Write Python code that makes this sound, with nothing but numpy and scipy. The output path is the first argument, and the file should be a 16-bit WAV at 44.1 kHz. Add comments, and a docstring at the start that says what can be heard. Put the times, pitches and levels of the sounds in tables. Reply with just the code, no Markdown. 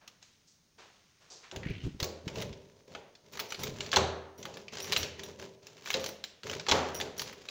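"""Sleeves and soles brush softly under a porch roof, then a key clicks its way into a door lock.
The microphone is close, in a hand-held camera whose case carries the dull bumps of fingers.
The key skids on the lock plate, then is turned to and fro, grinding over the pins while the bunch
jingles. Four times the bolt knocks against its stop and the door booms; brick walls add a short echo."""
import sys
import numpy as np
from scipy import signal
from scipy.io import wavfile
from scipy.ndimage import uniform_filter1d

SR = 44100
rng = np.random.default_rng(int(sys.argv[2]) if len(sys.argv) > 2 else 0)


def digitize_waveform(pressure):
    """Quantize a signal to 16-bit integers and store it at the path in sys.argv[1].

    Rows of a 2-D input are taken as channels; values are limited to [-1, 1].
    """
    field = np.atleast_2d(pressure).T
    bounded = np.clip(field, -1, 1)
    quanta = np.round(bounded * 32767).astype(np.int16)
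    wavfile.write(sys.argv[1], SR, quanta)


N = 330750

# The body of a metal contact, heard close. Each row: frequency in Hz, relative level in dB.
STEEL_SPECTRUM = [(60, -11.5), (400, 0), (800, 4.5), (1300, 2.5), (3000, 4.5), (4200, 4), (5200, 2.5),
                  (6300, 3.5), (6900, 0), (7400, -2.5), (8100, -17.5), (10000, -40)]
# The high fizz on top of it. Each row: frequency in Hz, relative level in dB.
FIZZ_SPECTRUM = [(6000, 5.5), (7500, -17), (9300, 3), (10500, 1), (13500, -2), (14500, 6), (15400, 12.5),
                 (16000, -2)]
# The door's panel tones. Each row: frequency in Hz, relative level in dB, t60 in seconds.
PANEL_MODES = [(82, 0, .8), (160, -7, .6), (206, -5, .9), (258, -7, .8), (388, 0, .8), (435, -3, .5),
               (530, -3, .7), (818, -2, .5), (883, -2, .55), (941, -3, .55), (1115, -4, .5)]
# How long the porch holds a sound. Each row: frequency in Hz, t60 in seconds.
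PORCH_DECAY = [(100, 0.75), (300, 0.82), (800, 0.79), (2000, 0.71), (5000, 0.47), (8000, 0.39),
               (15000, 0.23)]


def amp(db):
    """Decibels to gain."""
    return 10 ** (np.asarray(db) / 20)


def unit(x, size=None):
    """Scales to rms 1 over the first samples, or over all."""
    return x / np.sqrt(np.mean(x[:size] ** 2) + 1e-20)


def read(points, hz):
    """Reads a table on a log-frequency axis."""
    f, value = np.transpose(points)
    return np.interp(np.log(hz + 1), np.log(f), value)


def add(mix, s, sound):
    """Mixes a sound in at s seconds."""
    part = mix[max(round(s * SR), 0):][:len(sound)]
    part += sound[:len(part)]


def colour(x, spectrum, shape=lambda hz: 0):
    """Minimum-phase filter from a spectrum and an optional extra curve in dB."""
    hz = abs(np.fft.fftfreq(4096, 1 / SR))
    log_gain = np.log(amp(np.maximum(read(spectrum, hz) + shape(hz), -90)))
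    taps = np.fft.ifft(np.exp(np.conj(signal.hilbert(log_gain)))).real[:2048]
    return signal.fftconvolve(x, taps)[:len(x)]


def ring(modes, t, uneven_db=3):
    """Dying modes; each blow excites them a little differently."""
    hz, db, t60 = np.transpose(modes)[:, :, None]
    size = amp(db + uneven_db * rng.standard_normal(hz.shape) - 60 * t / t60)
    return (size * np.sin(2 * np.pi * (hz * t + rng.random(hz.shape)))).sum(0)


def grains(per_s, spread_db):
    """Tiny slips of uneven size at random moments."""
    size = amp(spread_db * np.minimum(rng.exponential(1, N), 4))
    return size * rng.choice([-1, 1], N) * (rng.random(N) < per_s / SR)


def pressure(rows, column, t60, rise_s=0.014, swell_db=1.5):
    """Gain from one dB column: each stroke rises, swells as the pressure builds, then dies away."""
    power = np.zeros(N)
    for row in rows:
        start, length, db = row[0], row[1], row[column]
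        t = np.arange(0, length + t60, 1 / SR)
        shape_db = swell_db * (np.minimum(t / length, 1) - .5) - 60 * np.maximum(t - length, 0) / t60
        add(power, start, (np.minimum(t / rise_s, 1) * amp(db + shape_db)) ** 2)
    return np.sqrt(power)


def diffuse_tail():
    """One second of noise, each band dying at the porch's rate."""
    hz, t, bands = signal.stft(rng.standard_normal(SR), SR, nperseg=256)
    decay = amp(-60 * t / read(PORCH_DECAY, hz)[:, None])
    return signal.istft(bands * decay, SR, nperseg=256)[1][:SR]


def still_air(level_db=-70):
    """A faint, steady hush at the microphone."""
    # Each row: frequency in Hz, relative level in dB.
    air_spectrum = [(20, -14.5), (80, -4), (180, -2.5), (400, -12.5), (700, -17.5), (3000, -20),
                    (6500, -14), (7600, -31.5), (9000, -24), (11000, -38), (13800, -37), (15300, -21),
                    (16000, -29.5)]
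    return amp(level_db) * unit(colour(rng.standard_normal(N), air_spectrum))


def scuffs(rise_s=0.0063):
    """Soles and sleeves brush in fine grains, each stroke starting quickly and fading."""
    # Each row: start in seconds, level in dB, centre in Hz, half-width in octaves, t60 in seconds.
    brushes = [(0.005, -61.5, 1040, 1.3, 0.86), (0.214, -62, 5000, 1.4, 0.98), (0.47, -61, 6530, .5, 0.48),
               (0.779, -52.5, 1190, 2.1, 0.73), (0.9, -68.5, 3500, 1.3, 3.7), (1.201, -64.5, 1250, 3.4, 14),
               (1.3, -47, 5670, .45, 0.49), (1.302, -58, 497, 0.82, 0.65), (1.429, -51.5, 1800, 1.1, 0.38),
               (1.831, -50, 3000, 5.4, 0.25)]
    # Rubbing fabric. Each row: frequency in Hz, relative level in dB.
    cloth_spectrum = [(80, -25), (400, 1.5), (6500, -5), (7600, -12.5), (9500, -25), (11000, -30)]
    out, t = np.zeros(N), np.arange(SR) / SR
    for s, db, centre_hz, octaves, t60 in brushes:
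        bell = lambda hz: -10 * np.log10(1 + (np.log2((hz + 1) / centre_hz) / octaves) ** 4)
        fibres = colour(grains(per_s=5000, spread_db=2.5)[:SR], cloth_spectrum, bell)
        add(out, s, amp(db - 60 * t / t60) * (1 - np.exp(-t / rise_s)) * unit(fibres))
    return out


def contacts(lever_gap_s=.0055, strike_hz=3900, clunk_hz=1050, clunk_late_s=.007):
    """The key clicks; at each throw three levers snap up, the bolt hits its stop and the case clunks."""
    # The key in the hand, at the keyhole, then turning. Each row: time in seconds, relative level in dB,
    # centre in Hz, fizz offset in dB.
    key_clicks = [ (.0777, -44.5, 6440, -5), (.2274, -47.5, 5100, -24), (1.5138, -39.5, 2930, -45),
                  (1.5617, -37, 3380, -10.5), (2.002, -29, 3390, -9), (2.0289, -27.5, 6240, -8),
                  (2.0435, -34, 6100, 0), (2.279, -34.5, 3020, -23), (2.358, -39, 2900, -14),
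                  (2.384, -42, 3000, -10), (2.402, -43, 2900, -10), (2.415, -41, 2860, 1),
                  (2.422, -33, 2830, -9.5), (2.5287, -44.5, 3520, -33), (2.95, -35, 1470, -29),
                  (3.1527, -49.5, 3500, -30), (3.3732, -37.5, 1870, -11), (3.3932, -32, 1700, -3.5),
                  (3.3997, -30, 3530, -1.5), (3.505, -38, 5300, -28), (3.5224, -31, 2460, -10.5),
                  (3.5454, -34.5, 2960, -23), (3.6348, -33, 6500, 2.5), (3.6704, -37, 2400, -27),
                  (3.8061, -28.5, 2880, -25), (3.864, -39.5, 4370, -14), (3.917, -29, 4380, -20),
                  (4.4287, -39.5, 6050, -20), (4.4538, -34.5, 2070, -11), (4.5401, -43.5, 6400, -19),
                  (4.571, -41, 1750, -10), (4.6825, -38, 3040, -39), (4.7386, -42, 5700, -27),
                  (4.771, -35.5, 3200, -20), (4.803, -37, 5550, -6), (4.9714, -28.5, 4150, -26),
                  (5.031, -28, 4540, -20), (5.1945, -37, 2140, -19), (5.235, -40, 6000, -2),
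                  (5.426, -43, 1600, -10), (5.669, -43, 5570, -10.5), (5.8596, -36, 2350, -27),
                  (5.8742, -36, 1780, -20), (5.9306, -37, 5130, -2), (6.042, -31.5, 4600, -11),
                  (6.0617, -31.5, 4530, -7), (6.0901, -43, 2000, 6), (6.2404, -31, 3980, -14),
                  (6.434, -38.5, 2900, -18), (6.4976, -30.5, 3070, -17), (6.5326, -35.5, 2300, -15),
                  (6.5974, -32.5, 2380, -40), (6.6662, -32.5, 1350, -30), (7.0015, -31, 2020, -8),
                  (7.012, -28, 3500, -34), (7.195, -28, 4600, -14), (7.2185, -33.5, 5430, -0.5),
                  (7.3285, -42, 1180, -10), (7.4876, -33.5, 3900, -17)]
    # The bolt's throws. Each row: time in seconds, strike in dB, levers' lead in seconds, first lever
    # in dB, lever centre in Hz, clunk in dB, fizz offset in dB, drop per lever in dB.
    throws = [(3.961, -14.5, .031, -22.5, 1710, -14, -21.5, 1.5),
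              (4.9636, -19.5, 0.041, -23, 4000, -53, -10, 2),
              (5.9417, -22, .038, -24.5, 2490, -50, -10.5, 10),
              (6.7138, -15.5, 0.028, -24, 3370, -17.5, -22, 0.5)]
    rows = list(key_clicks)
    for s, strike_db, lead_s, lever_db, lever_hz, clunk_db, fizz_db, drop_db in throws:
        for k in range(3):
            rows.append((s - lead_s + k * lever_gap_s, lever_db - k * drop_db, lever_hz, fizz_db))
        rows.append((s, strike_db, strike_hz, fizz_db - 14))
        rows.append((s + clunk_late_s, clunk_db, clunk_hz, fizz_db - 1))
    return rows


def lock_clicks(slide_s=0.0012, chatter_t60=0.044, clink_t60=0.039, trim_db=-4):
    """Each contact slides, strikes and chatters, leaving the struck part and the lock case ringing."""
    # The lock case. Each row: frequency in Hz, relative level in dB, t60 in seconds.
    case_modes = [(1310, -41, .04), (1600, 19, 0.032), (2310, -16, 0.064), (2590, -29, 0.03),
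                  (3020, -27, .04), (3500, -6, 0.068), (3410, 29, 0.032), (3830, -27, .05),
                  (4150, -19, .07), (4280, -6, 0.054), (6750, 16, 0.014)]
    steel, ringing, fizz = np.zeros((3, N))
    lead = 441  # samples ahead of the strike
    t = (np.arange(6000) - lead) / SR
    envelope = np.where(t < 0, amp(-9) * np.exp(-abs(t) / slide_s), amp(-60 * abs(t) / chatter_t60))
    unit_attack = lambda x: x / np.sqrt(np.mean(x[lead:][:180] ** 2))
    for s, db, centre_hz, fizz_db in contacts():
        chatter = rng.standard_normal(len(t)) * np.sqrt(rng.exponential(1, len(t))) * envelope
        crack = chatter + amp(15) * (t == 0)  # the strike is a single spike
        # every point of contact favours its own resonances
        resonances = np.transpose([np.geomspace(700, 16000, 36), 3.5 * rng.standard_normal(36)])
        ripple = lambda hz: read(resonances, hz)
        bell = lambda hz: ripple(hz) - 2.06 * np.minimum(np.log2((hz + 1) / centre_hz) ** 2, 4)
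        case = unit_attack(ring(case_modes, abs(t)) * (t >= 0))
        clink = unit_attack(np.sin(2 * np.pi * centre_hz * t) * amp(-60 * abs(t) / clink_t60) * (t >= 0))
        start, gain = s - lead / SR, amp(db + trim_db)
        add(steel, start, gain * unit_attack(colour(crack, STEEL_SPECTRUM, bell)))
        add(ringing, start, gain * (amp(-15) * case + amp(-9) * clink))
        add(fizz, start, gain * amp(fizz_db - 1) * unit_attack(colour(crack, FIZZ_SPECTRUM, ripple)))
    return steel, ringing, fizz


def door_boom(rise_s=0.00043, panel_db=-3, focus_db=5):
    """Blows from key and bolt shake the door leaf: a few strong panel tones in a dense boom."""
    # Each row: time in seconds, level in dB, favoured region in Hz, bass gain below 130 Hz in dB.
    knocks = [(1.523, -46.5, 508, -4), (2.03, -40, 443, 8), (2.275, -49, 386, -10), (2.95, -51, 626, -13.5),
              (3.401, -47.5, 530, -9), (3.932, -36, 920, -17), (3.965, -28.5, 945, 8.5),
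              (4.456, -50, 690, -4), (4.965, -45, 400, 28), (5.944, -35, 537, -0.5), (6.683, -35, 860, -4),
              (6.716, -29, 990, 3), (6.75, -32, 1050, -4), (7.005, -42, 500, -12)]
    # The dense part of the boom. Each row: frequency in Hz, relative level in dB.
    boom_spectrum = [(30, -40.5), (80, -5.5), (150, -3.5), (280, -3.5), (420, 2), (680, -1.5), (920, -7.5),
                     (1200, -8.5), (1500, -8.5), (3500, -15), (6300, -30), (8000, -35)]
    out, t = np.zeros(N), np.arange(SR) / SR
    for s, db, centre_hz, bass_db in knocks:
        dense = unit(colour(diffuse_tail(), boom_spectrum), size=2000)
        panel = unit(ring(PANEL_MODES, t, uneven_db=5.5), size=2000)
        boom = (dense + amp(panel_db) * panel) * (1 - np.exp(-t / rise_s))
        octaves = lambda hz: np.log2((hz + 1) / centre_hz)
        tone = lambda hz: (focus_db * np.exp(-2 * octaves(hz) ** 2)
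                           - 2 * np.clip(octaves(hz), 0, 2)  # softer treble
                           + bass_db / (1 + (hz / 130) ** 4))
        add(out, s, amp(db) * unit(colour(boom, [(1, 0)], tone), size=2000))
    return out


def handling(bump_t60=0.042, grip_t60=0.59):
    """Fingers bump and rub the camera; its case carries them, dull and dry, to the microphone."""
    # Each row: time in seconds, level in dB, pitch in Hz.
    bumps = [(1.569, -30.5, 124), (1.661, -30.5, 163), (1.701, -29.5, 135), (1.848, -29.5, 125),
             (1.866, -25, 180), (1.877, -31, 286), (1.946, -38, 154), (2.024, -26.5, 150),
             (2.269, -33.5, 140), (3.716, -36, 100)]
    # Each row: start in seconds, length in seconds, level in dB.
    grip_shifts = [(1.55, .33, -45.5), (2.24, .1, -50), (2.35, 0.086, -42), (3.58, 0.17, -48)]
    # Sound through the case. Each row: frequency in Hz, relative level in dB.
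    thud_spectrum = [(20, -20), (50, -4), (120, 4.5), (220, -4), (400, -11), (900, -60)]
    out, t = np.zeros(N), np.arange(4000) / SR
    dying = amp(-60 * t / bump_t60)
    for s, db, hz in bumps:
        thud = unit(colour(rng.standard_normal(len(t)) * dying, thud_spectrum), size=600)
        add(out, s, amp(db) * (np.sin(2 * np.pi * hz * t) * dying + amp(-6) * thud))
    lumps = unit(grains(per_s=45, spread_db=2.5))
    skin = amp(-3) * rng.standard_normal(N) + amp(-4) * lumps
    return out + pressure(grip_shifts, column=2, t60=grip_t60) * unit(colour(skin, thud_spectrum))


def key_skid(start_s=1.632, length_s=0.26, from_hz=1900, to_hz=3200, slip_s=.015, slip_t60=0.047):
    """The key's tip sticks and slips over the lock plate in tiny squeaks that rise in pitch and fade."""
    out, t = np.zeros(N), np.arange(2500) / SR
    gaps = slip_s * rng.uniform(.5, 1.5, 30)
    for late in np.cumsum(gaps) - gaps[0]:
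        noise, detune = rng.standard_normal(len(t)), rng.uniform(.92, 1.08)
        progress = late / length_s
        if progress < 1:
            pitch_hz = detune * (from_hz + progress * (to_hz - from_hz))
            grit = unit(colour(noise, STEEL_SPECTRUM, lambda hz: -15 * abs(np.log2((hz + 1) / pitch_hz))))
            envelope = amp(-41 - 18 * progress - 60 * t / slip_t60)
            add(out, start_s + late, envelope * (np.sin(2 * np.pi * pitch_hz * t) + amp(1) * grit))
    return out


def key_grinding(stick_s=0.01, pins_per_s=70, pin_count=8, pin_t60=0.023):
    """The key sticks and slips over brass and snaps single pins; the door's panel tones rumble along."""
    # Pushes and twists of the wrist. Each row: start in seconds, length in seconds, relative scrape
    # level in dB, relative rumble level in dB.
    twists = [(1.99, 0.02, -51, -44), (2.245, 0.11, -57.5, -51), (2.345, 0.056, -44.5, -39.5),
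              (2.5, 0.3, -70.5, -62.5), (2.87, 0.084, -58, -53.5), (3.225, .1, -66.5, -62),
              (3.32, 0.092, -48.5, -53), (3.58, 0.092, -44, -42), (3.74, 0.17, -52.5, -48),
              (4.375, .22, -56, -50), (4.715, .19, -45, -48.5), (4.88, .17, -45.5, -45),
              (5.18, 0.11, -52, -48.5), (5.38, 0.056, -49.5, -48.5), (5.62, 0.27, -58, -59),
              (5.85, 0.15, -47.5, -57), (6.435, 0.13, -46, -44), (6.66, 0.22, -46.5, -60),
              (6.94, 0.11, -51.5, -45.5), (7.16, 0.14, -48.5, -51), (7.37, 0.14, -55, -59)]
    slips = grains(per_s=6000, spread_db=3.5)
    sticking = unit(uniform_filter1d(rng.standard_normal(N), round(stick_s * SR)))
    slips *= amp(1.5 * sticking)
    scrape = unit(colour(slips, STEEL_SPECTRUM)) + amp(-20) * unit(colour(slips, FIZZ_SPECTRUM))
    snaps, t = np.zeros(N), np.arange(1500) / SR
    for _ in range(pin_count):
        releases = grains(per_s=pins_per_s / pin_count, spread_db=2.5)
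        snap = rng.standard_normal(len(t)) * amp(-60 * t / pin_t60)
        snaps += signal.oaconvolve(releases, snap)[:N]
    pins = unit(colour(snaps, STEEL_SPECTRUM)) + amp(-15) * unit(colour(snaps, FIZZ_SPECTRUM))
    # The grinding as the door carries it. Each row: frequency in Hz, relative level in dB.
    rumble_spectrum = [(30, -20.5), (80, 1.5), (200, 6), (290, -1.5), (420, 5), (600, 4.5), (760, -11),
                       (1000, -4), (1400, -50), (3000, -63)]
    shudder = unit(colour(rng.standard_normal(N), rumble_spectrum))
    panel = unit(signal.fftconvolve(shudder, ring(PANEL_MODES, np.arange(SR) / SR, uneven_db=4))[:N])
    metal = pressure(twists, column=2, t60=0.34) * (scrape + pins)
    rumble = pressure(twists, column=3, t60=0.72) * unit(shudder + amp(-5) * panel)
    return amp(-5) * metal + amp(-1) * rumble


def key_jingle(gap_s=0.0079, settle_db=22, damping_db_per_s=120):
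    """The hanging keys tick together and ring with thin, high tones, ever softer through each shake."""
    # Each row: start in seconds, length in seconds, opening level in dB.
    shakes = [(2, 0.038, -59), (2.343, 0.065, -66), (3.325, 0.12, -62), (3.488, 0.17, -58),
              (3.598, 0.11, -54), (4.379, 0.067, -59.5), (4.82, 0.12, -47.5), (4.974, 0.07, -41),
              (5.238, 0.029, -51), (5.394, .06, -70), (5.854, 0.16, -57), (6.001, 0.11, -57),
              (6.083, 0.012, -50.5), (6.457, 0.087, -66), (6.946, 0.076, -43), (7.18, 0.07, -44.5)]
    # The keys' tones. Each row: frequency in Hz, relative level in dB, t60 in seconds before damping.
    key_modes = [(5690, 2, .3), (5790, 1, .22), (5986, -3, .14), (6700, -8, .06), (8920, -18, .12),
                 (10010, -14, .2), (10230, -18, .1), (11860, -12, .08), (11945, -9, .17), (12080, -14, .07),
                 (14460, -20, .2), (15100, -12, .08), (15370, -8, .1)]
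    out, t = np.zeros(N), np.arange(SR // 3) / SR
    for s, length, db in shakes:
        gaps = gap_s * rng.uniform(.4, 1.6, 14)
        for late in np.cumsum(gaps) - gaps[0]:
            noise, detune = rng.standard_normal(len(t)), rng.uniform(.994, 1.006)
            tones = ring(key_modes, t * detune, uneven_db=5.5) * amp(-damping_db_per_s * t)
            if late < length:
                tick = colour(noise * np.exp(-t / 0.0014), FIZZ_SPECTRUM)
                collision = unit(tones, size=400) + amp(-3) * unit(tick, size=400)
                add(out, s + late, amp(db - settle_db * late / length) * collision)
    return out


def porch(x, wet_db):
    """Brick walls and a low roof scatter each sound into a diffuse tail that dies band by band."""
    hz, t, (direct, noise) = signal.stft([x, rng.standard_normal(N)], SR, nperseg=256, noverlap=192)
    power = uniform_filter1d(abs(direct) ** 2, 5, axis=0)  # blurred over neighbouring bands
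    kept = amp(-60 * t[1] / read(PORCH_DECAY, hz)) ** 2  # share of the energy left after each frame
    lingering = np.array([signal.lfilter([0, 0, 1 - k], [1, -k], band) for k, band in zip(kept, power)])
    echo = np.sqrt(abs(lingering)) * noise / np.std(noise)
    return x + amp(wet_db) * signal.istft(echo, SR, nperseg=256, noverlap=192)[1][:N]


def scene():
    """One microphone near the lock: cracks and jingles fill the porch, the lock's ringing stays close."""
    air = still_air()
    steel, ringing, fizz = lock_clicks()
    metal = porch(steel + key_skid(), wet_db=-7) + ringing + porch(fizz + key_jingle(), wet_db=-10.5)
    return (metal + door_boom() + key_grinding() + scuffs() + handling() + air)[None]


def record(dry, ceiling=0.48, edge_hz=16100):
    """The recorder rounds off the highest peaks, then cuts the top of the treble."""
    rounded = ceiling * np.tanh(dry / ceiling)
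    lowpass = signal.firwin(255, edge_hz, window=("kaiser", 9), fs=SR)
    return signal.oaconvolve(rounded, lowpass[None], "same")


dry = scene()
out = record(dry)
digitize_waveform(out)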